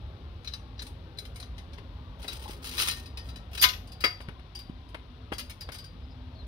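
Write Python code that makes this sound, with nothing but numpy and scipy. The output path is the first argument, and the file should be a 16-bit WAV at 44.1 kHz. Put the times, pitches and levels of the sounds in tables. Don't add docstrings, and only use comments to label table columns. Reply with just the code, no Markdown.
import sys
import numpy as np
from scipy import signal
from scipy.fft import rfft, irfft, next_fast_len
from scipy.io import wavfile
from scipy.ndimage import uniform_filter1d

SR = 44100
rng = np.random.default_rng(int(sys.argv[2]) if len(sys.argv) > 2 else 0)


def put_to_file(sound):
    columns = np.atleast_2d(sound).T
    safe = np.clip(columns, -1, 1)
    whole_steps = np.round(safe * 32767)
    wavfile.write(sys.argv[1], SR, whole_steps.astype(np.int16))


N = 285327

# time_s, rumble_level_db, rush_level_db
BACKGROUND_LEVELS = [(0.0, -41.5, -55.5), (0.74, -45.5, -56.5), (2.07, -44, -54.5), (2.67, -47, -52.5),
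                     (2.83, -44, -54.5), (4.09, -46, -56), (4.38, -50.5, -58), (6.47, -44.5, -57)]
# freq_hz, density_db (per Hz)
RUMBLE_COLOUR = [(15, -46.5), (25, -36), (38, -9.5), (50, 0.5), (62, 2), (80, -2), (105, -5.5),
                 (134, -14.5), (200, -21.5), (400, -32), (1000, -71)]
RUSH_COLOUR = [(60, -25), (160, 0), (230, -7), (254, 8), (280, -9), (380, -7), (550, -9), (750, -11.5),
               (1070, -12), (1500, -18.5), (3000, -43), (7000, -50), (16000, -47)]
HISS_COLOUR = [(400, -1), (1500, 0), (2500, 1.5), (3800, 5), (4700, -3.5), (5600, -9), (7300, -31),
               (10000, -23), (16000, -41)]

# start_s, level_db, edge_db (bright edge re strength)
KEY_BLOWS = [(0.445, -50, -3), (0.474, -45.5, -2.5), (0.535, -46, 1.5), (0.792, -47, -8),
             (0.819, -47.5, 7.5), (0.866, -51, 6.5), (1.185, -46, 7), (1.251, -50.5, 3), (1.358, -50, 8),
             (1.399, -49.5, 8.5), (1.425, -49, -5), (1.58, -50, -0.5), (1.732, -53, -3), (1.778, -59, -7)]
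# start_s, level_db, pitch_hz
SLAT_KNOCKS = [(1.783, -53, 885), (2.245, -39, 606), (2.494, -31, 277), (4.046, -26, 435),
               (4.204, -37, 520), (4.282, -27.5, 136), (4.286, -50.5, 1020), (4.395, -56, 800),
               (4.695, -26.5, 187), (4.945, -39.5, 720), (5.3191, -22.5, 304), (5.324, -27.5, 510),
               (5.689, -39.5, 675)]
# start_s, length_s, level_db
CHAIN_PULLS = [(2.186, 0.032, -42.5), (2.298, 0.031, -37.5), (2.39, 0.055, -48), (2.468, .035, -42.5),
               (2.615, 0.28, -38.5), (2.768, 0.046, -25.5), (2.856, 0.032, -25.5), (3.217, 0.072, -55.5),
               (3.511, 0.054, -35.5)]
# start_s, level_db
LINK_DROPS = [(2.228, -58), (2.279, -42), (2.778, -41.5), (2.897, -40.5), (3.058, -56), (3.172, -48),
              (3.288, -55.5), (3.358, -54), (3.577, -44)]
# start_s, level_db
POST_RUBS = [(2.456, -41), (2.464, -46), (2.478, -47), (2.493, -50)]
# start_s, level_db, ring_db (re clack)
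DANGLE_BLOWS = [(3.596, -47, 19), (3.872, -57.5, 1), (3.918, -55, 8.5), (4.005, -45, 6), (4.042, -37, 15.5),
                (4.21, -58.5, 8), (4.55, -49.5, 10.5), (4.588, -51.5, 5.5), (4.62, -73, 8),
                (4.887, -66, -2), (5.332, -47, 2), (5.381, -39, 0.5), (5.393, -43.5, -6),
                (5.496, -45.5, -19), (5.607, -47, 7.5), (5.718, -47, -3), (5.742, -46.5, -3),
                (5.783, -51, 8), (5.84, -54.5, 6)]
# start_s, level_db, ring_db (re clack), edge_db (re clack)
FRAME_BLOWS = [(3.614, -29.5, -16, 7.5), (3.624, -21.5, -4, 3.5), (3.638, -15.5, -8, -16.5),
               (3.687, -30.5, -29, -13.5), (3.730, -38.5, -31, -17), (4.039, -32.5, 8.5, -5.5)]
# time_s, pitch_hz, level_db
BIRD_NOTE = [(6.345, 6160, -76), (6.352, 4950, -67), (6.358, 4200, -57), (6.376, 4480, -63),
             (6.392, 4110, -55), (6.412, 4160, -54), (6.425, 3800, -59), (6.45, 3350, -70)]
# start_s, length_s, pitch_hz, level_db
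BIRD_PEEPS = [(6.025, 0.037, 4960, -65.5), (6.092, 0.053, 4870, -65), (6.1, 0.038, 5180, -64.5)]

# freq_hz, level_db, t60_s
KEY_BODY = [(1770, -21, .1), (3720, -7, .07), (3930, -2, .08), (4080, 0, .09), (4865, -8, .13),
            (5480, -18, .1), (5809, -14, .09), (8890, -14, .14), (10700, -19, .09)]
LINK_BODY = [(1833, -13, 0.54), (2550, 2.5, 0.047), (2995, -13, 0.16), (3960, 5, 0.13),
             (3760, -12.5, 0.057), (4910, 0, 0.21), (5290, -7, 0.09), (5760, -15, 0.3), (8720, -7, 0.05)]
POST_BODY = [(510, -8, 0.056), (838, 3, 0.087), (860, -10, 0.033), (1060, 0, 0.044)]
DANGLE_BODY = [(3004, -22, .12), (4560, -10, .05), (4705, -6, .24), (4760, -4, .26), (4818, 0, .16),
               (4950, -4, .07), (5150, -4, .06), (5380, -9, .05), (8882, -12, .16)]
FRAME_BODY = [(716, -16, .28), (1012, -5, .22), (1240, -3, .2), (1475, -7, .2), (1760, -11, .2),
              (2026, -2, .18), (2158, -2, .18), (2290, -8, .16), (2525, -9, .18), (2864, -7, .14),
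              (3043, -5, .15), (3287, -3, .14), (3720, -6, .15), (3931, -6, .12), (4705, -4, .22),
              (4962, -4, .15), (5462, -7, .16), (11374, -8, .06), (12888, -6, .06), (13900, -9, .06)]

# freq_hz, density_db (per Hz)
CLACK_COLOUR = [(150, -17), (350, -14), (600, -22), (1100, -7.5), (1900, -4.5), (3500, -1.5), (5400, -5.5),
                (6400, -12), (7400, -24), (10000, -39)]
EDGE_COLOUR = [(4000, -21.5), (6500, -7.5), (7800, -13), (9000, 2), (10500, -5), (12500, -7.5),
               (15500, -10)]
CLAP_COLOUR = [(150, -11), (400, -2.5), (850, -3), (1500, -4.5), (2800, -6.5), (5000, -19.5), (7500, -39),
               (9500, -22.5), (15000, -44)]
CLANG_COLOUR = [(150, -24.5), (500, -19), (950, -22), (1300, -5.5), (2000, -1), (3600, 1), (5400, -1.5),
                (6500, -7.5), (7500, -21.5), (10000, -59.5)]
CRASH_COLOUR = [(4000, -40.5), (6500, -6.5), (7600, -21), (9000, -2), (10500, -7), (11400, 0),
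                (13000, -3.5), (14200, -9.5), (15500, -8)]
BANG_COLOUR = [(150, -22), (500, 0), (750, -20), (1000, -3), (1500, 0.5), (2150, 2.5), (3200, -13),
               (4000, -37), (6000, -21), (9000, -39)]

# freq_hz, likeness (0 to 1)
STEREO_LIKENESS = [(60, 1), (130, 0.94), (300, 0.93), (1000, 1), (2200, 0.83), (5000, 0.28), (9000, 0.071)]
# freq_hz, left_minus_right_db
MIC_BALANCE = [(100, 0.2), (350, 1.5), (1000, 8), (2200, 12), (3800, 13.5), (4900, 5.5), (6500, -1),
               (7600, -14.5), (9500, -16.5), (12500, -5), (15000, -2)]

RING_S = np.arange(SR // 2) / SR
HARD_HZ = 7000
MODE_SPREAD_DB = 3
KEY_FREE_DB, KEY_RING_DB_PER_DB = -50, 2.62
GRAZE_S, GRAZE_LOSS_DB = 0.013, 17.5
CLAP_EVEN_HZ, CLAP_DB_PER_OCTAVE = 556, 15.5
PULL_ATTACK_S, SETTLE_DB_PER_S = 0.035, 243
CHAIN_LAG_S = 0.006
JOLT_S = 4.039
TOP_HZ = 15800


def amp(db):
    return 10 ** (np.asarray(db) / 20)


def unit(x):
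    return x / np.sqrt(np.mean(x ** 2) + 1e-20)


def along(points, hz):
    f, v = np.transpose(points)
    return np.interp(np.log(hz + 1), np.log(f + 1), v)


def curves(rows):
    s, *cols = np.transpose(rows)
    return [np.interp(np.arange(N) / SR, s, c) for c in cols]


def filtered(x, response):
    n = x.shape[-1]
    m = next_fast_len(n + SR // 8)
    return irfft(rfft(x, m) * response(np.fft.rfftfreq(m, 1 / SR)), m)[..., :n]


def noise(colour, size):
    def mid_side_gain(hz):
        angle = np.arccos(np.clip(along(STEREO_LIKENESS, hz), -1, 1)) / 2
        return amp(along(colour, hz)) * [np.cos(angle), np.sin(angle)]
    mid, side = filtered(rng.standard_normal((2, size)), mid_side_gain)
    return unit(np.array([mid + side, mid - side]))


def add(track, start_s, sound):
    part = track[:, max(round(start_s * SR), 0):][:, :sound.shape[-1]]
    part += sound[:, :part.shape[-1]]


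def fade(t60_s):
    return 10 ** (-3 * RING_S / max(t60_s, 1e-3))


def cloud(colour, ripple_db, spacing_hz):
    knots = np.clip(rng.standard_normal(2048), -2, 1.3)

    def comb(hz):
        return amp(ripple_db * np.interp(hz / spacing_hz, np.arange(len(knots)), knots))
    return unit(filtered(noise(colour, len(RING_S)), comb))


def ring(modes, bright_db=0, detune=0, phase_spread=0.67):
    low, high = np.zeros((2, 2, len(RING_S)))
    for hz, db, t60_s in modes:
        phase = rng.uniform(0, 2 * np.pi) + phase_spread * rng.standard_normal((2, 1))
        pitch_hz = hz * (1 + detune * rng.standard_normal())
        gain = amp(db + MODE_SPREAD_DB * rng.standard_normal())
        partial = gain * fade(t60_s) * np.sin(2 * np.pi * pitch_hz * RING_S + phase)
        if hz < HARD_HZ:
            low += partial
        else:
            high += partial
    onset_rms = np.sqrt(np.mean(low[:, :SR // 100] ** 2))
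    return (low + amp(bright_db) * high) / onset_rms


def rebounding(rows, gap_s, loss_db, scatter, count):
    out = []
    for s, db, ring_db, edge_db in rows:
        gaps_s = gap_s * np.exp(scatter * rng.standard_normal(count))
        times_s = s + np.cumsum([0, *gaps_s])
        out += [(at_s, db - loss_db * k, ring_db, edge_db) for k, at_s in enumerate(times_s)]
    return out


def contacts(rows, modes, colour, edge_colour, t60_s, edge_t60_s, rise_t60_s, snap, detune,
             ripple_db, clack_trim_db, ring_trim_db, edge_trim_db):
    out = np.zeros((2, N))
    attack = (1 - fade(rise_t60_s)) * (1 + snap * fade(0.087))
    for s, db, ring_db, edge_db in rows:
        clack = amp(clack_trim_db) * cloud(colour, ripple_db, spacing_hz=63.75) * fade(t60_s)
        edge = cloud(edge_colour, ripple_db, spacing_hz=119.0) * fade(edge_t60_s)
        edge *= amp(edge_db + edge_trim_db)
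        lasting = amp(ring_db + ring_trim_db) * ring(modes, edge_db - ring_db, detune)
        add(out, s, amp(db) * attack * (clack + edge + lasting))
    return out


def patchy(x, depth_db):
    bands = signal.stft(x, nperseg=2048)[2]
    field = rng.standard_normal(bands.shape[1:])
    field = uniform_filter1d(field, size=2, axis=0)
    field = uniform_filter1d(field, size=12, axis=1)
    varied = bands * amp(depth_db * unit(field))
    return unit(signal.istft(varied, nperseg=2048)[1][:, :N])


def background(rumble_trim_db=2, rush_trim_db=2.5):
    rumble_db, rush_db = curves(BACKGROUND_LEVELS)
    rumble = amp(rumble_db + rumble_trim_db) * noise(RUMBLE_COLOUR, N)
    rush = amp(rush_db + rush_trim_db) * patchy(noise(RUSH_COLOUR, N), depth_db=3.5)
    return rumble + rush


def keys():
    strikes = [(s, db, KEY_RING_DB_PER_DB * (db - KEY_FREE_DB), edge_db) for s, db, edge_db in KEY_BLOWS]
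    grazes = [(s - GRAZE_S, db - GRAZE_LOSS_DB, ring_db, edge_db) for s, db, ring_db, edge_db in strikes]
    blows = grazes + rebounding(strikes, gap_s=0.0089, loss_db=17.5, scatter=0.17, count=1)
    return contacts(blows, KEY_BODY, CLACK_COLOUR, EDGE_COLOUR, t60_s=0.15, edge_t60_s=0.17,
                    rise_t60_s=0.011, snap=1.24, detune=0.0039, ripple_db=7.0,
                    clack_trim_db=0.5, ring_trim_db=-4, edge_trim_db=-12.0)


def slats(clap_trim_db=0.5, t60_s=0.061, push_cycles=1.45):
    out = np.zeros((2, N))
    for s, db, hz in SLAT_KNOCKS:
        hardness_db = CLAP_DB_PER_OCTAVE * np.log2(hz / CLAP_EVEN_HZ)
        clap = noise(CLAP_COLOUR, len(RING_S)) * fade(t60_s) * (1 - fade(0.0017))
        clap *= amp(hardness_db + clap_trim_db)
        window = np.sin(np.pi * np.clip(hz * RING_S / push_cycles, 0, 1)) ** 2
        push = np.sin(2 * np.pi * hz * RING_S) * window
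        add(out, s, amp(db) * (clap + push))
    return out


def pull_speed(t):
    speed = 0
    for s, length_s, db in CHAIN_PULLS:
        settled_db = db - SETTLE_DB_PER_S * np.maximum(t - s - length_s, 0)
        speed = speed + amp(settled_db) * np.clip((t - s) / PULL_ATTACK_S, 0, 1)
    return speed


def sliding_chain(ticks_per_s=400, spread_db=3.5, trim_db=-2.0, ring_trim_db=-14, edge_trim_db=-3,
                  t60_s=0.0483, link_count=10):
    speed = pull_speed(np.arange(N) / SR)
    out = np.zeros((2, N))
    for _ in range(link_count):
        hits = rng.random(N) < ticks_per_s / link_count / SR
        ticks = hits * amp(spread_db * np.clip(rng.standard_normal(N), -2, 2))
        dense = cloud(CLACK_COLOUR, ripple_db=6, spacing_hz=87.6)
        dense += amp(edge_trim_db) * cloud(EDGE_COLOUR, ripple_db=20.5, spacing_hz=135.65)
        link = dense * fade(t60_s) + amp(ring_trim_db) * ring(LINK_BODY, detune=0.0044)
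        force = unit(ticks) / np.sqrt(link_count) * speed * amp(trim_db)
        out += signal.oaconvolve(force[None], link / np.linalg.norm(link[0]), axes=1)[:, :N]
    return out


def links():
    drops = [(s, db, 0, 0) for s, db in LINK_DROPS]
    blows = rebounding(drops, gap_s=0.012, loss_db=9.5, scatter=0.34, count=1)
    return contacts(blows, LINK_BODY, CLACK_COLOUR, EDGE_COLOUR, t60_s=0.149, edge_t60_s=0.1,
                    rise_t60_s=0.0097, snap=0.4, detune=0.01, ripple_db=8,
                    clack_trim_db=5.5, ring_trim_db=6, edge_trim_db=0)


def post_rub():
    out = np.zeros((2, N))
    for s, db in POST_RUBS:
        add(out, s, amp(db) * ring(POST_BODY, detune=0.0092, phase_spread=0.59) * (1 - fade(0.009)))
    return out


def dangling():
    swings = [(s, db, ring_db, 0) for s, db, ring_db in DANGLE_BLOWS]
    blows = rebounding(swings, gap_s=0.012, loss_db=8.5, scatter=0.15, count=1)
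    return contacts(blows, DANGLE_BODY, CLACK_COLOUR, EDGE_COLOUR, t60_s=0.12, edge_t60_s=0.08,
                    rise_t60_s=0.021, snap=0.2, detune=0.00061, ripple_db=9,
                    clack_trim_db=6.0, ring_trim_db=-2, edge_trim_db=4.0)


def frame():
    blows = []
    for s, db, ring_db, edge_db in FRAME_BLOWS:
        blows += [(s + lag_s, db, ring_db, edge_db) for lag_s in (0, CHAIN_LAG_S)]
    return contacts(blows, FRAME_BODY, CLANG_COLOUR, CRASH_COLOUR, t60_s=0.087, edge_t60_s=0.1,
                    rise_t60_s=0.003, snap=0.4, detune=0, ripple_db=11,
                    clack_trim_db=0.5, ring_trim_db=-3.0, edge_trim_db=-2)


def jolt(level_db=-19, t60_s=0.1, rise_t60_s=0.0016):
    out = np.zeros((2, N))
    bang = cloud(BANG_COLOUR, ripple_db=5.5, spacing_hz=68.4) * fade(t60_s) * (1 - fade(rise_t60_s))
    add(out, JOLT_S, amp(level_db) * bang)
    return out


def bird(trim_db=2):
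    t = np.arange(N) / SR
    hz, db = curves(BIRD_NOTE)
    sounding = (t > BIRD_NOTE[0][0]) * (t < BIRD_NOTE[-1][0])
    song = amp(db) * np.sin(2 * np.pi * np.cumsum(hz) / SR) * sounding
    for s, length_s, pitch_hz, peep_db in BIRD_PEEPS:
        swell = np.sin(np.pi * np.clip((t - s) / length_s, 0, 1))
        song = song + amp(peep_db) * swell * np.sin(2 * np.pi * pitch_hz * t)
    return amp(trim_db) * np.array([song, song])


def yard(x, t60_s=0.31, wet_db=-13):
    tail = rng.standard_normal((2, len(RING_S))) * fade(t60_s) * (1 - fade(0.04))
    return amp(wet_db) * signal.fftconvolve(x, tail / np.linalg.norm(tail[0]), axes=1)[:, :N]


def scene():
    near = keys() + slats() + sliding_chain() + links() + post_rub()
    near = near + dangling() + frame() + jolt() + bird()
    return near + yard(near) + background()


def roll_off(hz):
    return np.clip((TOP_HZ - hz) / 300 + 0.5, 0, 1)


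def record(dry, lag_s=0.0002075, left_hiss_db=-57, right_hiss_db=-77):
    halves = np.array([[0.5], [-0.5]])

    def microphones(hz):
        gain = amp(along(MIC_BALANCE, hz) * halves)
        delay = np.exp(-2j * np.pi * hz * lag_s * halves)
        return delay * gain / np.sqrt(np.mean(gain ** 2, axis=0))
    hiss = amp([[left_hiss_db], [right_hiss_db]]) * noise(HISS_COLOUR, N)
    return filtered(filtered(dry, microphones) + hiss, roll_off)


dry = scene()
out = record(dry)
put_to_file(out)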